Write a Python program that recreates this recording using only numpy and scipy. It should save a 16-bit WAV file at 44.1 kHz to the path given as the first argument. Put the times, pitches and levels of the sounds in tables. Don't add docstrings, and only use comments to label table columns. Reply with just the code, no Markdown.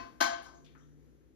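import sys
import numpy as np
from scipy import signal
from scipy.fft import rfft, irfft, next_fast_len
from scipy.io import wavfile
from scipy.ndimage import map_coordinates

SR = 44100
rng = np.random.default_rng(int(sys.argv[2]) if len(sys.argv) > 2 else 0)


def store_pcm(level_fs):
    pcm = np.round(np.clip(level_fs, -1, 1) * 32767).astype(np.int16)
    wavfile.write(sys.argv[1], SR, np.atleast_2d(pcm).T)


N = 59535
TIME = np.arange(N) / SR


def amp(db):
    return 10 ** (np.asarray(db) / 20)


def along(points, hz):
    freqs, values = np.transpose(points)
    return np.interp(np.log(hz + 1), np.log(freqs + 1), values)


def fade(t, t60):
    return (t >= 0) * amp(-60 * np.maximum(t, 0) / t60)


def wobble(position):
    return map_coordinates(rng.standard_normal(1024), [position], mode="wrap")


def filtered(x, response):
    size = next_fast_len(N + SR // 2)
    return irfft(rfft(x, size) * response(np.fft.rfftfreq(size, 1 / SR)), size)[..., :N]


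def causal(gain):
    cepstrum = irfft(np.log(np.maximum(gain, 1e-6)))
    half = len(cepstrum) // 2
    cepstrum[1:half] *= 2
    cepstrum[half + 1:] = 0
    return np.exp(rfft(cepstrum))


def noise(colour, likeness, envelope=lambda white: white):
    def response(hz):
        gain = colour(hz)
        gain = gain / np.sqrt(np.mean(gain ** 2) + 1e-20)
        spread = np.arccos(np.clip(along(likeness, hz), -1, 1)) / 2
        return causal(gain) * np.array([np.cos(spread), np.sin(spread)])
    mid, side = filtered(envelope(rng.standard_normal((2, N))), response)
    return np.array([mid + side, mid - side])


# frequency in Hz, t60 in seconds.
KITCHEN_DECAY = [(250, 0.12), (1000, 0.55), (3000, 0.47), (6500, 0.41), (13000, 0.15)]
# frequency in Hz, left-right likeness from 0 to 1.
PAN_LIKENESS = [(300, 0.52), (1000, 0.36), (2500, 0.19), (5000, 0.22), (7000, 0.72), (8300, 1),
                (14000, .96)]


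def burst(blows, colour, t60, rise_s=.00039, room_db=1.5, room_rise_s=.004):
    def envelope(white):
        hz, t, spectrum = signal.stft(white, SR, nperseg=64)
        room_t60 = np.maximum(along(KITCHEN_DECAY, hz), .05)[:, None]
        room_gain = amp(room_db) ** 2 * t60 / room_t60
        power = 0
        for start, db in blows:
            age = np.maximum(t - start, 0)
            direct = fade(t - start, t60) ** 2
            build_up = 1 - direct * np.exp(-age / room_rise_s)
            room = room_gain * build_up * fade(t - start, room_t60) ** 2
            power += amp(db) ** 2 * (1 - np.exp(-age / rise_s)) * (direct + room)
        return signal.istft(spectrum * np.sqrt(abs(power)), SR, nperseg=64)[1][:, :N]
    return noise(colour, PAN_LIKENESS, envelope)


def ring(start, modes, attack_s=.0028, beat_depth=.3, beat_hz=40):
    t, ringing = TIME - start, np.zeros(N)
    for hz, db, t60 in modes:
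        beating = 1 + beat_depth * (wobble(TIME * beat_hz) + 1j * wobble(TIME * beat_hz))
        tone = np.exp(2j * np.pi * (hz * t + rng.random()))
        ringing += amp(db) * fade(t, t60) * np.real(beating * tone)
    return ringing * (1 - np.exp(-np.maximum(t, 0) / attack_s))


CLATTER_DB, CLATTER_T60_S = -25.5, .05
GRIPPED = .7
# frequency in Hz, level in the main clank in dB,
# relative level in the early clank in dB, free t60 in seconds.
PAN_MODES = [(684, -27, -33, .66), (765, -37, -58, .42), (845, -37, -60, .36), (1042, -31, -25, .54),
             (1075, -41, -50, .75), (1197, -38, -56, .4), (1538, -28, -37, .56), (1943, -44, -37, .42),
             (2312, -41, -58, .35), (2597, -52, -35, .45), (3115, -40, -60, .35), (3182, -42, -60, .35),
             (4108, -37, -62, .3), (4440, -52, -41, .48), (4530, -41, -62, .37), (5165, -39, -60, .35),
             (5345, -50, -44, .4), (5902, -41, -62, .35), (6735, -44, -60, .34)]
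# frequency in Hz, relative spectral level in dB.
CLATTER_SPECTRUM = [(120, -47.5), (190, -26), (240, -5), (330, -12), (430, -21.5), (600, -4), (830, 2.5),
                    (940, -7), (1120, 3.5), (1400, -8), (1560, 3.5), (1880, -10.5), (2200, -4.5),
                    (2600, -15), (3000, -9.5), (3700, -12), (4150, -12), (5000, -13), (6800, -12.5),
                    (7900, -26.5), (8700, -21), (9900, -27), (10500, -31.5), (11700, -34.5), (13400, -24.5),
                    (14600, -33)]


def early_clank(start=-.049, ring_db=-7, softer_db=-9, dull_hz=7000):
    def dull_steel(hz):
        return amp(along(CLATTER_SPECTRUM, hz)) / (1 + (hz / dull_hz) ** 10)
    modes = [(hz, db, t60 * GRIPPED) for hz, _, db, t60 in PAN_MODES]
    clatter = burst([(start, CLATTER_DB + softer_db)], dull_steel, CLATTER_T60_S)
    return amp(ring_db) * ring(start, modes) + clatter


# frequency in Hz, relative spectral level in dB.
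AIR_SPECTRUM = [(20, -35.5), (45, -8), (110, -8.5), (185, -15.5), (260, -4.5), (330, -9.5), (480, -15.5),
                (620, -26.5), (1000, -33), (2000, -34), (2600, -38.5), (5000, -43), (6800, -38.5),
                (7800, -46), (9500, -42.5), (10400, -48), (13200, -48), (14800, -53.5)]
# time in seconds, level in dB.
AIR_LEVEL = [(0, -50.5), (.1, -57.5), (.5, -62), (.75, -61.5), (.95, -64), (1.05, -61.5), (1.2, -64),
             (1.35, -65)]
# frequency in Hz, left-right likeness from 0 to 1.
AIR_LIKENESS = [(50, 1), (150, 0.3), (400, 0.3), (2000, 0.17), (6000, 0.28), (8300, 1), (13000, 0.73)]
# time in seconds, rms level in dB.
DRONE_LEVEL = [(0, -98), (.5, -70), (.62, -62.5), (.95, -59), (1.1, -67), (1.35, -74)]
# frequency in Hz, left minus right in dB.
BACKGROUND_SIDE = [(50, 13), (150, 4), (300, 1), (700, 1), (1500, 9), (7000, 0.5)]


def background(mains_hz=59.6, mains_db=-67, drone_hz=148.9):
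    def level(points):
        return amp(np.interp(TIME, *np.transpose(points)))
    air = level(AIR_LEVEL) * noise(lambda hz: amp(along(AIR_SPECTRUM, hz)), AIR_LIKENESS)
    mains = amp(mains_db) * np.sin(2 * np.pi * mains_hz * TIME)
    drone = level(DRONE_LEVEL) * np.sin(2 * np.pi * drone_hz * TIME)
    return placed(air + np.sqrt(2) * (mains + drone), BACKGROUND_SIDE)


def ripple(hz, spacing_hz=55):
    return wobble(hz / spacing_hz)


def steel(hz, cluster_db=7, cluster_width_hz=70, ripple_db=1.8, treble_hz=2000):
    strong_modes = [centre for centre, db, _, _ in PAN_MODES if centre > 3000 and db > -46]
    clusters = np.max([np.exp(-((hz - centre) / cluster_width_hz) ** 2) for centre in strong_modes], 0)
    treble_ripple = ripple(hz) * np.minimum(hz / treble_hz, 1) ** 2
    return amp(along(CLATTER_SPECTRUM, hz) + cluster_db * clusters + ripple_db * treble_ripple)


# start in seconds, relative level in dB.
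CONTACTS = [(.2042, -7), (.2068, 2), (.2098, 3), (.2215, 0), (.2395, -7), (.244, -8.5), (.265, -12.5)]
# frequency in Hz, level in dB, t60 in seconds.
BASIN_MODES = [(231, -46, 0.39), (295.6, -50, 0.82), (319.6, -41.5, .28), (341, -46.5, 0.79),
               (543.6, -55.5, 1)]


def main_clank(mute_at_s=.40, mute_over_s=.028, mute_db=-9.5):
    start = CONTACTS[0][0]
    muting = amp(mute_db * np.clip((TIME - mute_at_s) / mute_over_s, 0, 1))
    pan = muting * ring(start, [(hz, db, t60) for hz, db, _, t60 in PAN_MODES])
    basin = ring(start, BASIN_MODES)
    clatter = amp(CLATTER_DB) * burst(CONTACTS, steel, CLATTER_T60_S)
    return pan + basin + clatter


# start in seconds, level in dB, band centre in Hz,
# half-width in octaves, t60 in seconds.
TOUCHES = [(.42, -64.5, 9150, 0.1, 0.15), (.42, -77, 13100, 0.17, 0.3), (0.457, -56.5, 930, 0.59, 0.42),
           (0.439, -61, 5130, 0.48, 0.49), (0.538, -69.5, 6500, 0.14, 0.6), (.645, -59, 3580, 0.83, 0.076),
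           (.662, -55, 2500, 0.72, 0.055), (0.75, -51.5, 1315, 0.54, 0.073),
           (0.776, -75.5, 6270, 0.2, 0.89), (0.808, -75.5, 3360, 0.17, 0.21),
           (0.918, -77, 1540, 0.29, 0.13), (1.208, -74, 1520, 0.28, 0.06)]


def touches(ripple_db=2.5):
    def band(centre, width):
        return lambda hz: amp(ripple_db * ripple(hz)) / (1 + (np.log2((hz + 1) / centre) / width) ** 4)
    return sum(burst([(start, db)], band(centre, width), t60, rise_s=.0057, room_db=-2.5)
               for start, db, centre, width, t60 in TOUCHES)


# start in seconds, level in dB relative to the main clank's ring.
NUDGES = [(.452, -24.5), (.53, -28)]


def nudges(top_hz=1700):
    low_modes = [(hz, db, t60 * GRIPPED) for hz, db, _, t60 in PAN_MODES if hz < top_hz]
    return sum(amp(db) * ring(start, low_modes) for start, db in NUDGES)


# frequency in Hz, lead of the left in radians.
STEREO_PHASE = [(50, -1.7), (150, -2.2), (300, -1.2), (450, 0), (600, 1.4), (700, 2.4), (800, 3.9),
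                (1650, 5.8), (2200, 8.6), (2800, 8.8), (3300, 6.3), (4400, 5.9), (5200, 4.1), (6200, 4.2),
                (7900, 3.15), (8800, 3.1), (10500, 1.5), (12000, .1), (13500, -.1), (14800, -2)]


def placed(x, side):
    def response(hz):
        left = amp(along(side, hz) / 2)
        right = np.exp(-1j * along(STEREO_PHASE, hz)) / left
        pair = np.array([left, right])
        return pair / np.sqrt(np.mean(abs(pair) ** 2, axis=0))
    return filtered(x, response)


# frequency in Hz, left minus right in dB.
PAN_SIDE = [(250, 0), (500, 2), (700, 3), (900, 6), (1100, 12), (2500, 12), (4500, 8), (6000, 5), (7000, 0),
            (14000, 0)]


def scene():
    pan = early_clank() + main_clank() + touches() + nudges()
    return placed(pan, PAN_SIDE) + background()


def record(dry):
    return filtered(dry, lambda hz: hz < 15000)


dry = scene()
out = record(dry)
store_pcm(out)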